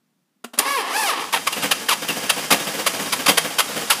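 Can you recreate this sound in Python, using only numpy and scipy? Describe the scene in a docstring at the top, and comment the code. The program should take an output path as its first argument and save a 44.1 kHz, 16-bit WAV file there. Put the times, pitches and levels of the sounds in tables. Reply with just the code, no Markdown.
"""A cold diesel is started outdoors, bonnet open, a few metres away.
First a relay clicks; the starter pinion slams in, rebounds and rings in its free modes. The gear teeth
then whine and grind through two compression strokes, their meshing rate falling at each. At last the
engine fires unevenly, each impulse exciting the resonances of block and exhaust; whenever it stumbles,
the still spinning pinion catches the ring gear with a harsh rasp, and twice the starter drive squeaks."""
import sys
import numpy as np
from scipy import signal
from scipy.fft import rfft, irfft
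from scipy.io import wavfile
from scipy.ndimage import uniform_filter1d

SR = 44100
rng = np.random.default_rng(int(sys.argv[2]) if len(sys.argv) > 2 else 0)


def store_pcm(level_fs):
    """Save levels as 16-bit WAV."""
    pcm = np.round(np.clip(level_fs, -1, 1) * 32767).astype(np.int16)
    wavfile.write(sys.argv[1], SR, np.atleast_2d(pcm).T)


N = 176400
T = np.arange(N) / SR
SLAM_S, TOP_HZ = 0.587, 15450
FIRING_ENVELOPE_S = (0.009, 0.013, 0.022)  # attack, hold, decay

# cylinder firings (time [s], level [dB])
FIRINGS = [(1.335, -30), (1.56, -26.5), (1.63, -20), (1.805, -32), (2.015, -27), (2.087, -23.5),
           (2.156, -26), (2.227, -26.5), (2.363, -26), (2.428, -33.5), (2.508, -15), (2.592, -28),
           (2.664, -25.5), (2.734, -28), (2.785, -25), (2.931, -26.5), (2.991, -24), (3.05, -29),
           (3.185, -26.5), (3.279, -15), (3.439, -24), (3.5, -33.5), (3.681, -30), (3.756, -23.5),
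           (3.812, -32.5)]
# pinion catches (time [s], hold [s], level [dB], initial tooth rate [Hz], relative whine [dB])
RASPS = [(1.324, 0.021, -18.5, 1235, 2), (1.355, 0.016, -26.5, 897, 7.5), (1.467, 0.0059, -16, 1299, 5.5),
         (1.522, 0.0039, -21, 1468, -12), (1.622, 0.0038, -20.5, 1470, 3), (1.709, 0.008, -12.5, 1716, 3),
         (1.884, 0.008, -14.5, 1664, 8), (1.902, 0.028, -18.5, 1355, 4), (2.08, 0.0032, -20, 1490, -14),
         (2.293, 0.0058, -11, 1682, 5.5), (2.503, 0.0057, -12, 1315, 3), (2.52, 0.0044, -11.5, 1280, -3),
         (2.861, 0.0097, -12.5, 1247, -3.5), (3.121, 0.011, -15, 1251, -4),
         (3.259, 0.0046, -13.5, 1322, 2.5), (3.277, 0.018, -11.5, 1355, -4),
         (3.372, 0.0068, -9.5, 1643, -9), (3.582, 0.02, -12.5, 1604, -2), (3.898, 0.0074, -11, 1636, 6),
         (3.913, 0.013, -18.5, 1326, -1.5)]
# resonances of the bell housing and block (frequency [Hz], lift [dB])
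HOUSING = [(500, 7.5), (830, 3), (1105, 1), (1660, 0), (2800, 1.5), (3150, 4.5), (3720, 1), (4835, 9.5)]
# spectral envelope of the gear whine (frequency [Hz], gain [dB])
WHINE_COLOUR = [(300, -21), (480, 2), (600, -15), (800, 0), (1130, 4), (1450, -9), (1700, -2.5), (2900, -6),
                (5000, -20), (9000, -16.5)]


def amp(db):
    """Amplitude ratio of a level in decibels."""
    return 10 ** (np.asarray(db) / 20)


def unit(x):
    """Normalisation to rms 1."""
    return x / np.sqrt(np.mean(x ** 2))


def curve(rows, column=1):
    """Linear interpolation of a column in time."""
    rows = np.array(rows)
    return np.interp(T, rows[:, 0], rows[:, column])


def colour_at(hz, colour):
    """Gain [dB] of a spectral envelope, interpolated in log frequency."""
    colour = np.array(colour)
    return np.interp(np.log(hz + 1), np.log(colour[:, 0]), colour[:, 1])


def shape(x, colour, peaks=(), width_hz=118):
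    """Source-filter model: a broad envelope and narrow resonances colour x; rms 1."""
    hz = np.arange(N // 2 + 1) * SR / N
    resonance_db = sum(lift / (1 + (2 * (hz - centre) / width_hz) ** 2) for centre, lift in peaks)
    return unit(irfft(rfft(x) * amp(colour_at(hz, colour) + resonance_db), N))


def walk(rate_hz, size=N):
    """Low-pass random fluctuation; rms 1."""
    span = max(int(SR / rate_hz), 2)
    return unit(uniform_filter1d(uniform_filter1d(rng.standard_normal(size), span), span))


def rough_noise(spread_db, rate_hz):
    """Randomly modulated noise: dense small impacts of uneven strength."""
    return rng.standard_normal(N) * amp(spread_db * walk(rate_hz))


def burst(start, attack, hold, decay):
    """Linear attack, hold and exponential decay, all in seconds."""
    age = T - start
    return np.clip(age / attack, 0, 1) * np.exp(-np.maximum(age - attack - hold, 0) / decay)


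def engine():
    """Impulsive excitation: firings clatter and boom over a whirr that sags before each stumble."""
    # firing spectrum (frequency [Hz], gain [dB])
    clatter_colour = [(120, -59), (300, -2.5), (500, 0), (3000, -1), (4200, -9), (15000, -12)]
    # whirr of the starter and valve gear (time [s], level [dB])
    whirr_levels = [(1.2, -35.5), (1.28, -36), (1.6, -29), (1.95, -33), (2.12, -30), (3.35, -28.5),
                    (3.6, -32), (3.8, -29)]
    # its spectrum (frequency [Hz], gain [dB])
    whirr_colour = [(50, -30), (190, 0.5), (400, -3.5), (850, -2.5), (3230, -5.5), (4190, -9), (4700, -5.5),
                    (8000, -9), (10300, -9), (15500, -20.5)]
    stall_db, lead_s = -2, 0.02  # the engine slows just before the pinion catches
    knocks = sum(amp(db) * burst(start, *FIRING_ENVELOPE_S) for start, db in FIRINGS)
    running = amp(curve(whirr_levels)) * (T > whirr_levels[0][0])
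    clatter = knocks * shape(rough_noise(1.85, 250), clatter_colour, HOUSING)
    whirr = running * shape(rough_noise(0.76, 280), whirr_colour)
    loose = amp(-9) * np.hypot(running, knocks / 2) * rattles()
    stall = np.max([np.exp(-((T - start) / lead_s + 1) ** 2) for start, *_ in RASPS], axis=0)
    return clatter + boom() + (whirr + loose) * amp(stall_db * stall)


def boom():
    """Modal response: each firing rings the block and exhaust; hard firings boom most."""
    # low modes (frequency [Hz], relative level [dB])
    modes = [(122, -13.5), (172, -5.5), (217, -1), (287, 0), (495, -2), (700, -4.5)]
    growth, detune = 0.12, 0.04  # extra dB per dB of firing strength; relative pitch spread
    out, mean_db = np.zeros(N), np.mean([db for _, db in FIRINGS])
    hz, mode_db = np.array(modes).T
    for start, db in FIRINGS:
        part = slice(int(start * SR), int(start * SR) + SR // 5)
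        pitch = hz * (1 + detune * rng.standard_normal(len(hz)))
        cycles = np.outer(T[part], pitch) + rng.random(len(hz))
        ring = np.sin(2 * np.pi * cycles) @ amp(mode_db)
        force = amp(db + growth * (db - mean_db)) * burst(start, *FIRING_ENVELOPE_S)
        out[part] += force[part] * ring
    return amp(-8.5) * out


def cranking():
    """Gear meshing: the starter whines and grinds at the tooth rate, slowing at each compression."""
    # starter speed (time [s], tooth rate [Hz])
    mesh = [(.6, 402), (.66, 543.5), (.724, 571), (.764, 531.4), (.797, 440.2), (.83, 331), (.89, 390.6),
            (.935, 734.3), (.965, 851.6), (1.0, 894), (1.05, 816.3), (1.085, 691), (1.11, 555.3),
            (1.14, 380.6), (1.19, 369.8), (1.235, 509.6)]
    # gear noise under load (time [s], whine level [dB], grind level [dB])
    load = [(.605, -32, -28), (.635, -35, -26.5), (.675, -23.5, -26.5), (.75, -23.5, -35.5),
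            (.805, -25.5, -28), (.84, -36.5, -28.5), (.915, -29.5, -27.5), (.965, -20.5, -28),
            (1.105, -19.5, -27.5), (1.15, -35.5, -26), (1.215, -31, -26), (1.27, -56, -36)]
    # tooth friction spectra (frequency [Hz], gain [dB])
    grind_colour = [(50, -62), (276, -3), (591, -9.5), (1100, 5.5), (1560, -9.5), (1750, -2.5),
                    (4110, -11.5), (11100, -25.5), (15000, -47)]
    scrape_colour = [(1500, -41), (3000, -8), (4800, 5.5), (7000, -3), (10500, 3), (15000, -10)]
    hz = uniform_filter1d(curve(mesh), size=600) * (1 + 0.0128 * walk(510))
    cycles = np.cumsum(hz) / SR
    whine = gear_whine(cycles, hz, flutter_db=3.2, flutter_hz=230, harmonics=10)
    whine = 0.73 * whine + 0.22 * reflections(whine, decay_s=0.0044)
    grind = shape(rough_noise(1.6, 400) * tooth_friction(cycles, 0.6), grind_colour, HOUSING)
    scrape = shape(rough_noise(0.71, 400) * tooth_friction(cycles, 0.43), scrape_colour)
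    sound = (whine + amp(-6.5) * scrape) * amp(curve(load)) + grind * amp(curve(load, column=2))
    return sound * burst(SLAM_S, 0.0054, 0.7, 0.026)


def rasps():
    """Sliding contact: the pinion catches the slowing ring gear and grinds with a falling whine."""
    grind, whine = np.zeros(N), np.zeros(N)
    slowing_per_s, jitter = 11, 1 + 0.065 * walk(1100)
    for start, hold, db, start_hz, whine_db in RASPS:
        part = slice(int(start * SR), int(start * SR) + 6000)
        hz = start_hz * np.exp(-slowing_per_s * (T[part] - start)) * jitter[part]
        cycles = np.cumsum(hz) / SR
        force = amp(db) * burst(start, 0.0062, hold, 0.0056)[part]
        grind[part] += force * tooth_friction(cycles, 0.8)
        tone = gear_whine(cycles, hz, flutter_db=4.5, flutter_hz=550, harmonics=6)
        whine[part] += force * amp(whine_db) * tone
    grind *= unit(rough_noise(1.0, 630))
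    # grinding spectrum (frequency [Hz], gain [dB])
    rasp_colour = [(59, -53), (100, -33), (712, -6), (1040, -4), (2040, -5), (3120, -2), (4100, -6.5),
                   (4860, -8.5), (8230, -11.5), (10800, -6), (15500, -22)]
    return np.std(grind) * shape(grind, rasp_colour, HOUSING) + amp(-6) * whine


def gear_whine(cycles, hz, flutter_db, flutter_hz, harmonics):
    """Periodic tooth forces radiate harmonics, weighted by the body; each flutters on its own."""
    out = 0
    for k in range(1, harmonics + 1):
        db = colour_at(k * hz, WHINE_COLOUR) + flutter_db * walk(flutter_hz, len(hz))
        out += amp(db) * (k * hz < TOP_HZ) * np.sin(2 * np.pi * (k * cycles + rng.random()))
    return out


def tooth_friction(cycles, sharpness):
    """Amplitude modulation: friction peaks as each tooth lands."""
    return np.exp(sharpness * (np.cos(2 * np.pi * cycles) - abs(sharpness) / 2))


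def clicks():
    """Impact noise: three relay clicks thunk in the bodywork, then the pinion clicks as it rebounds."""
    # three relay clicks and the pinion's rebound (time [s], level [dB], decay [s])
    impacts = [(0.44, -27.5, 0.0074), (0.533, -34, 0.02), (0.575, -28.5, 0.0099), (0.595, -20, 0.0091)]
    # their spectrum (frequency [Hz], gain [dB])
    click_colour = [(110, -44), (260, -3), (1090, -0.5), (2200, -10), (3100, -6), (4500, -14.5),
                    (9070, -14), (15000, -24)]
    thunk_hz = 237
    ticks = sum(amp(db) * burst(start, 0.0044, 0.0019, decay) for start, db, decay in impacts)
    thunks = sum(amp(db - 4.5) * burst(start, 0.0092, 0, 0.021)
                 for start, db, _ in impacts if start < SLAM_S)
    noise = shape(rng.standard_normal(N), click_colour)
    return ticks * noise + thunks * np.sin(2 * np.pi * thunk_hz * T)


def pinion_slam():
    """Damped free vibration: the pinion strikes its stop and rings."""
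    # impact spectrum (frequency [Hz], gain [dB])
    slam_colour = [(100, -56), (300, -30), (764, -1), (9000, -2), (15000, -13)]
    # pinion modes (frequency [Hz], relative level [dB], 60 dB decay time [s])
    modes = [(1143, -17, .12), (7100, -4, 0.028), (9620, 3.5, 0.032), (13150, -2, .05)]
    slam = burst(SLAM_S, 0.0029, 0.0024, 0.0043) * shape(rng.standard_normal(N), slam_colour, HOUSING)
    jittered_time = np.cumsum(1 + 0.025 * walk(890)) / SR
    ring = 0
    for hz, db, t60 in modes:
        envelope = amp(db) * burst(SLAM_S, 0.0014, 0.002, t60 / np.log(1000))
        ring += envelope * np.sin(2 * np.pi * hz * jittered_time)
    return amp(-10.5) * slam + amp(-11.5) * ring


def squeaks():
    """Friction tones: the slipping starter drive squeaks roughly, its pitch rising and falling back."""
    # slips (time [s], hold [s], level [dB], centre pitch [Hz])
    slips = [(1.529, 0.0086, -22.5, 2740), (2.086, 0.021, -20.5, 2766)]
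    arch_depth, arch_s = 0.044, 0.014
    out, jitter = 0, 1 + 0.0246 * walk(720)
    for start, hold, db, hz in slips:
        arch = 1 + arch_depth * np.sin(np.pi * (T - start) / arch_s)
        cycles = np.cumsum(hz * arch * jitter) / SR
        out += amp(db) * burst(start, 0.0019, hold, 0.0036) * np.sin(2 * np.pi * cycles)
    return out


def rattles(taps_per_s=70, decay_s=0.009, range_db=16.5):
    """Poisson impacts: tappets and loose parts each ring their own mix of housing modes."""
    taps, age = rng.random(N) < taps_per_s / SR, T[:SR // 10]
    strikes = taps * amp(range_db * rng.random((len(HOUSING), N)))
    rings = [np.exp(-age / decay_s) * np.sin(2 * np.pi * hz * age) for hz, _ in HOUSING]
    return unit(sum(signal.fftconvolve(strike, ring)[:N] for strike, ring in zip(strikes, rings)))


def reflections(x, decay_s):
    """Convolution with the dense, short echoes of engine bay and bonnet."""
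    echo = rng.standard_normal(N) * burst(0.0039, 0.0022, 0, decay_s)
    return signal.fftconvolve(x, echo / np.sqrt(np.sum(echo ** 2)))[:N]


def hum():
    """Stationary noise: a faint, low background hum."""
    # background spectrum (frequency [Hz], gain [dB])
    hum_colour = [(40, -40), (95, -26), (155, -1), (245, 0.5), (450, -14), (15000, -27.5)]
    return amp(-70) * shape(rng.standard_normal(N), hum_colour)


def scene():
    """Superposition of direct sound, background and reflections."""
    direct = clicks() + pinion_slam() + cranking() + rasps() + squeaks() + engine()
    return (direct + hum() + amp(-13.5) * reflections(direct, decay_s=0.032))[None]


def record(dry):
    """Soft saturation rounds the peaks; band limiting thins the bass and cuts the top."""
    thin = signal.sosfilt(signal.butter(2, 70, "high", fs=SR, output="sos"), np.tanh(dry))
    return signal.sosfilt(signal.ellip(12, 0.2, 95, TOP_HZ, fs=SR, output="sos"), thin)


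dry = scene()
out = record(dry)
store_pcm(out)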